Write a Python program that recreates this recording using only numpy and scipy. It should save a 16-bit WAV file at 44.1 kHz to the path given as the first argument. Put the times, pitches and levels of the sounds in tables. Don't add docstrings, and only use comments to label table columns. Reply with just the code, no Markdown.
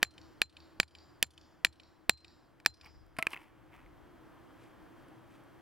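import sys
import numpy as np
from scipy import signal
from scipy.fft import rfft, irfft
from scipy.io import wavfile
from scipy.ndimage import uniform_filter1d, minimum_filter1d

SR = 44100
rng = np.random.default_rng(int(sys.argv[2]) if len(sys.argv) > 2 else 0)


def bounce(signal):
    frames = np.transpose(np.atleast_2d(signal))
    limited = np.clip(frames, -1, 1)
    pcm = np.round(limited * 32767).astype(np.int16)
    wavfile.write(sys.argv[1], SR, pcm)


N = 247401
TIME = np.arange(N) / SR
AGE = np.arange(SR) / SR

# (time [s], force [dB], favoured resonance [Hz], clack tilt [dB/octave], tick [dB],
# thud [dB], thud length [s], lowest steel mode's gain [dB], factor on its ring time [1])
HAMMER_BLOWS = [(0.0292, 7, 1800, 3, 3, -14, .00045, -3, 1.12),
                (0.4175, 5.5, 2500, -1.5, 2.5, -15.5, 0.00059, 9, 0.56),
                (0.8005, 7.5, 2200, 0, 1.5, -16, .001, -5.5, 0.65),
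                (1.2273, 3.5, 2900, 5, 8.5, -21.5, .0006, -7.5, 0.6),
                (1.6482, 3, 1980, -0.5, 4, -18, .00025, -3.5, 0.65),
                (2.0952, 5, 2570, -0.5, 5, -20.5, 0.00067, -3, 1.6),
                (2.6612, 3.5, 3200, -3.5, 7, -16, .0005, 0, 0.99)]
# (frequency [Hz], level [dB])
GRIND_SPECTRUM = [(80, -18), (180, 0), (450, -12), (800, -4), (2300, -14.5), (3400, -8), (4500, -7),
                  (6000, -16.5), (9500, -19), (16000, -35)]
# (frequency [Hz], level [dB])
SAND_SPECTRUM = [(1000, -15.5), (3000, -3), (5000, 6.5), (6500, -6.5), (9500, 4.5), (13500, -2.5),
                 (17000, -16.5)]
# (frequency [Hz], level [dB])
CRUNCH_SPECTRUM = [(150, -6.5), (900, 3.5), (2400, 10), (3300, -5), (4600, -5.5), (6300, -21.5), (9200, -7),
                   (13000, -18), (17000, -35)]


def amp(db):
    return 10 ** (np.asarray(db) / 20)


def unit_rms(x):
    return x / np.sqrt(np.mean(x ** 2) + 1e-20)


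def read(points, hz):
    f, value = np.transpose(points)
    return np.interp(np.log(hz + 1), np.log(f), value)


def add(mix, s, sound):
    part = mix[max(round(s * SR), 0):][:len(sound)]
    part += sound[:len(part)]


def colour(x, spectrum):
    return irfft(rfft(x) * amp(read(spectrum, np.fft.rfftfreq(len(x), 1 / SR))), len(x))


def noise(spectrum, size):
    return unit_rms(colour(rng.standard_normal(size), spectrum))


def band(centre_hz, octaves, size):
    away = np.log2((np.fft.rfftfreq(size, 1 / SR) + 1) / centre_hz) / octaves
    return unit_rms(irfft(rfft(rng.standard_normal(size)) * np.exp(-.5 * away ** 2), size))


def burst(carrier, decay_s):
    envelope = np.exp(-AGE / decay_s)
    return unit_rms(carrier * envelope) * np.sqrt(np.mean(envelope ** 2))


def ring(modes, contact_s):
    tones = sum(amp(db - 60 * AGE / t60) * np.sin(2 * np.pi * hz * AGE) for hz, db, t60 in modes)
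    return tones * (1 - np.exp(-AGE / contact_s))


def swell(peak_s, rise_s, fade_s):
    return np.exp(-np.maximum((peak_s - TIME) / rise_s, (TIME - peak_s) / fade_s))


def grains(spectrum, per_second, spread_db):
    sizes = amp(spread_db * np.minimum(rng.exponential(1, N), 4)) * rng.choice([-1, 1], N)
    occurs = rng.random(N) < per_second / SR
    return unit_rms(colour(sizes * occurs, spectrum))


def distant_wash(swell_db=.3, swell_hz=2, drone_db=-10.5, drone_hz=325, balance_db=0.04):
    # (frequency [Hz], level [dB])
    spectrum = [(15, -44.5), (25, -15), (90, -9.5), (122, -4.5), (216, -11.5), (325, -1), (404, -12.5),
                (490, -12.5), (1050, -15), (1670, -19.5), (2520, -29), (3000, -30), (3220, -27),
                (3490, -34), (7000, -42.5), (15700, -42), (17000, -51)]
    # (time [s], level [dB])
    background_level = [(0, -57.5), (.7, -60.5), (2.1, -64.5), (3.2, -63.5), (4.3, -56.5), (5.6, -57)]
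    # (frequency [Hz], coherence [0-1])
    coherence_curve = [(30, 0.3), (100, 0.1), (300, 0), (1000, .8), (4000, 1), (16000, 0)]
    coherence = np.clip(read(coherence_curve, np.fft.rfftfreq(N, 1 / SR)), 0, 1)
    mid = irfft(rfft(noise(spectrum, N)) * np.sqrt((1 + coherence) / 2), N)
    side = irfft(rfft(noise(spectrum, N)) * np.sqrt((1 - coherence) / 2), N)
    wash = np.array([mid + side, mid - side]) * amp(swell_db * band(swell_hz, 1, N))
    drone = amp(drone_db) * band(drone_hz, octaves=0.08, size=N)
    gain = amp(np.interp(TIME, *np.transpose(background_level)))
    return (wash + drone) * gain * amp([[balance_db], [-balance_db]])


def breeze(calm_db=-76.5):
    # (peak time [s], level [dB], rise and fade [s])
    puffs = [(2.982, -58.5, 0.093), (3.9, -64, 0.31)]
    strength = amp(calm_db) + sum(amp(db) * swell(s, length, length) for s, db, length in puffs)
    rumble = np.array([amp(2) * band(56, 1.0, N), amp(-3) * band(35, 0.72, N)])
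    return rumble * strength


def clack(favoured_hz, tilt_db, favour_db=5, pull=.7, reach_octaves=0.2, pivot_hz=2400):
    # (frequency [Hz], level [dB], t60 [s])
    damped_modes = [(853, -32.5, 0.0087), (1450, -15.5, 0.0045), (1810, -4, .008), (2408, -4, .008),
                    (3113, -14, 0.0087), (3880, -11.5, 0.0048), (4660, -6, 0.0045)]
    out = 0
    for k, (hz, db, t60) in enumerate(damped_modes):
        nearness = np.exp(-(np.log2(hz / favoured_hz) / reach_octaves) ** 2)
        mode_hz = hz + pull * nearness * (favoured_hz - hz)
        mode_db = db + favour_db * nearness + tilt_db * np.log2(hz / pivot_hz)
        polarity = (-1) ** (k // 2)
        out = out + polarity * ring([(mode_hz, mode_db, t60)], contact_s=0.00074)
    return out


def light_touches(grind_db=-17):
    # (time [s], level [dB])
    touches = [(0.0192, -43), (0.0479, -22.5), (0.4364, -33), (.8305, -15.5), (1.2440, -33.5),
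               (1.668, -25.5), (2.6008, -43), (2.6497, -39.5)]
    out = np.zeros(N)
    for s, db in touches:
        grind = amp(grind_db) * burst(noise(GRIND_SPECTRUM, SR), decay_s=.0035)
        add(out, s, amp(db) * (clack(favoured_hz=2300, tilt_db=-3) + grind))
    return out


def thud(length_s):
    return (1 - AGE / length_s) * np.exp(-AGE / length_s)


def hammering(tick_rise_s=0.0001, shudder_delay_s=0.018):
    # (frequency [Hz], level [dB])
    tick_spectrum = [(300, -23.5), (900, -8.5), (1500, -5.5), (3000, 6.5), (4800, 6), (6300, -10),
                     (7500, -6), (9300, -3.5), (12000, -7.5), (15000, -11.5), (17000, -28)]
    # (frequency [Hz], level [dB], t60 [s])
    ground_modes = [(74.4, -56.5, 0.51), (79.55, -58, 0.81), (118.7, -49, 0.12)]
    out = np.zeros(N)
    for s, force_db, favoured_hz, tilt_db, tick_db, thud_db, thud_s, _, _ in HAMMER_BLOWS:
        tick = amp(tick_db - 14) * burst(noise(tick_spectrum, SR), decay_s=0.00092)
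        tick *= 1 - np.exp(-AGE / tick_rise_s)
        grind = amp(-31) * burst(noise(GRIND_SPECTRUM, SR), decay_s=0.0058)
        settling = amp(-56) * burst(noise(GRIND_SPECTRUM, SR), decay_s=0.018)
        blow = clack(favoured_hz, tilt_db) + amp(thud_db) * thud(thud_s) + tick + grind + settling
        add(out, s, amp(force_db) * blow)
        add(out, s + shudder_delay_s, amp(force_db) * ring(ground_modes, contact_s=.008))
    return out


def peg_ringing(tilt_db=0):
    # (frequency [Hz], level [dB], t60 [s])
    steel_modes = [(4130, -42.5, 0.19), (4420, -32, 0.036), (7255, -37, 0.078), (9350, -27, 0.0098),
                   (12930, -51, .04)]
    (lowest_hz, lowest_db, lowest_t60), *upper = steel_modes
    upper = [(hz, db + tilt_db * np.log2(hz / lowest_hz), t60) for hz, db, t60 in upper]
    out = np.zeros(N)
    for s, force_db, *_, ring_db, t60_factor in HAMMER_BLOWS:
        lowest = (lowest_hz, lowest_db + ring_db, lowest_t60 * t60_factor)
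        add(out, s, amp(force_db) * ring([lowest] + upper, contact_s=0.00017))
    return out


def campsite_echoes(x, scatter_db=-47, build_s=0.21, early_share=.2):
    # (delay [s], level [dB], smear [s], centre [Hz], width [octaves])
    echoes = [(0.037, -48, 0.007, 5970, 1.3), (0.078, -42, 0.011, 5460, 0.78),
              (0.108, -51.5, 0.0073, 5500, 0.8), (0.1499, -39, 0.0034, 3800, 0.76),
              (0.185, -43.5, 0.003, 4460, 0.45)]
    # (frequency [Hz], level [dB])
    scatter_spectrum = [(300, -29.5), (1200, -13.5), (2500, -12.5), (3800, 2.5), (5200, 9), (6200, 0),
                        (7250, 2.5), (8200, -18), (16000, -28.5)]
    response = np.zeros(SR)
    for delay, db, smear_s, centre_hz, octaves in echoes:
        echo = burst(band(centre_hz, octaves, SR), smear_s)
        band_scale = np.sqrt(centre_hz * octaves * 5 / SR)
        add(response, delay, amp(db) * echo / np.linalg.norm(echo) * band_scale)
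    hz, t, scatter = signal.stft(noise(scatter_spectrum, SR), SR, nperseg=256)
    t60 = read([(3500, 0.67), (6500, .75)], hz)[:, None]
    build_up = early_share + (1 - early_share) * np.minimum(t / build_s, 1) ** 3
    decay = amp(-60 * np.maximum(t - build_s, 0) / t60)
    tail = signal.istft(scatter * decay * build_up, SR, nperseg=256)[1][:SR]
    response += amp(scatter_db) * tail / np.linalg.norm(tail)
    return signal.fftconvolve(x, response)[:N]


def stone(hz, t60):
    return ring([(hz, 0, t60), (hz * 0.71, -9, t60), (hz * 0.15, -14, t60)], contact_s=0.00061)


def stone_clicks(crunch_db=-19):
    # (time [s], level [dB], pitch [Hz])
    clicks = [(2.860, -37.5, 2247), (3.316, -40, 3070), (3.3324, -26.5, 2750), (3.335, -26, 2180),
              (3.3443, -28, 2580), (3.364, -30.5, 2090), (3.3744, -33.5, 2630), (3.732, -47, 2150),
              (3.795, -65, 2600), (3.862, -48, 2115), (4.506, -47.5, 1312)]
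    out = np.zeros(N)
    for s, db, hz in clicks:
        crunch = amp(crunch_db) * burst(noise(CRUNCH_SPECTRUM, SR), decay_s=0.001)
        add(out, s, amp(db) * (stone(hz, t60=0.011) + crunch))
    return out


def grit():
    # (time [s], level [dB])
    snaps = [(2.861, -58.5), (3.065, -69), (3.306, -47.5), (5.085, -62), (5.437, -65.5)]
    out = np.zeros(N)
    for s, db in snaps:
        add(out, s, amp(db) * burst(noise(SAND_SPECTRUM, SR), decay_s=0.00095))
    return out


def gravel_slides(rise_s=0.024, sand_fade_share=0.17):
    # (peak time [s], pebble level [dB], sand level [dB], fade [s])
    slides = [(2.865, -56, -75, 0.02), (3.21, -63, -73, 0.12), (3.335, -50, -57, 0.041),
              (3.422, -69.5, -70, 0.096), (3.75, -58.5, -81, 0.065)]
    # (frequency [Hz], level [dB])
    pebble_spectrum = [(400, -16.5), (1000, 1.5), (1500, -7.5), (2300, -2.5), (3200, -11.5), (3900, -25.5),
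                       (8000, -30.5)]
    rolling = sum(amp(db) * swell(s, rise_s, fade) for s, db, _, fade in slides)
    trickling = sum(amp(db) * swell(s, rise_s, fade * sand_fade_share) for s, _, db, fade in slides)
    pebbles = rolling * grains(pebble_spectrum, per_second=1100, spread_db=3.5)
    sand = trickling * grains(SAND_SPECTRUM, per_second=1800, spread_db=3.0)
    return pebbles + sand


def dropped_hammer():
    bounces = [(3.167, -40, 1524, 0.0064, -49.5, 0.0058, -71),
               (3.1865, -42, 1900, .014, -28.5, 0.0049, -28.5),
               (3.2256, -20.5, 2068, 0.0154, -23, .0025, -66),
               (3.2687, -11, 2473, .011, -23.5, 0.0019, -47)]
    # (frequency [Hz], level [dB], t60 [s])
    handle_modes = [(161, -7.5, 0.049), (248, 3, 0.024), (655, -10, 0.15), (697, 6, 0.028),
                    (1066, 8.5, .022), (1310, -15, 0.17)]
    handle = ring(handle_modes, contact_s=0.0033)
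    out = np.zeros(N)
    for s, stone_db, hz, t60, crunch_db, crunch_s, handle_db in bounces:
        crunch = burst(noise(CRUNCH_SPECTRUM, SR), crunch_s)
        add(out, s, amp(stone_db) * stone(hz, t60) + amp(crunch_db) * crunch + amp(handle_db) * handle)
    return out


def sleeve():
    # (peak time [s], level [dB], rise and fade [s])
    strokes = [(4.635, -68, .06), (5.0, -75, .06), (5.351, -67.5, 0.052)]
    # (frequency [Hz], level [dB])
    cloth_spectrum = [(800, -3.5), (2500, 5.5), (5000, -9.5), (9000, -9), (13000, -17), (17000, -25)]
    brushing = sum(amp(db) * swell(s, length, length) for s, db, length in strokes)
    return brushing * grains(cloth_spectrum, per_second=5100, spread_db=4.5)


def scene():
    background = distant_wash() + breeze()
    near = light_touches() + hammering()
    near += stone_clicks() + grit() + gravel_slides() + dropped_hammer() + sleeve()
    direct = near + peg_ringing()
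    outward = near + peg_ringing(tilt_db=7.5)
    return background + direct + campsite_echoes(outward)


def limiter(x, ceiling_db=-5.5, hold_s=0.09, release_s=0.041, ramp_samples=24):
    over_db = np.maximum(20 * np.log10(abs(x).max(0) + 1e-9) - ceiling_db, 0)
    half = int(hold_s * SR / 2)
    held_db = -minimum_filter1d(-over_db, 2 * half + 1, origin=half, mode="constant")
    release = TIME / release_s
    cut_db = np.exp(np.maximum.accumulate(np.log(held_db + 1e-9) + release) - release)
    early_cut_db = np.roll(cut_db, -ramp_samples // 2)
    return x * amp(-uniform_filter1d(early_cut_db, ramp_samples))


def record(dry, cutoff_hz=16900):
    # (frequency [Hz], phase [rad])
    left_lead = [(0, 0), (340, 0.84), (3530, -0.51), (12000, -0.6), (17600, -0.25)]
    # (frequency [Hz], level [dB])
    right_response = [(60, 0), (500, -1), (2500, 0), (5000, 0.1), (9000, -0.4)]
    lag = np.exp(-1j * read(left_lead, np.fft.rfftfreq(N, 1 / SR)))
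    right = irfft(rfft(colour(dry[1], right_response)) * lag, N)
    limited = limiter(np.array([dry[0], right]))
    low_pass = signal.firwin(255, cutoff_hz, window=("kaiser", 9), fs=SR)
    return signal.oaconvolve(limited, low_pass[None], "same")


dry = scene()
out = record(dry)
bounce(out)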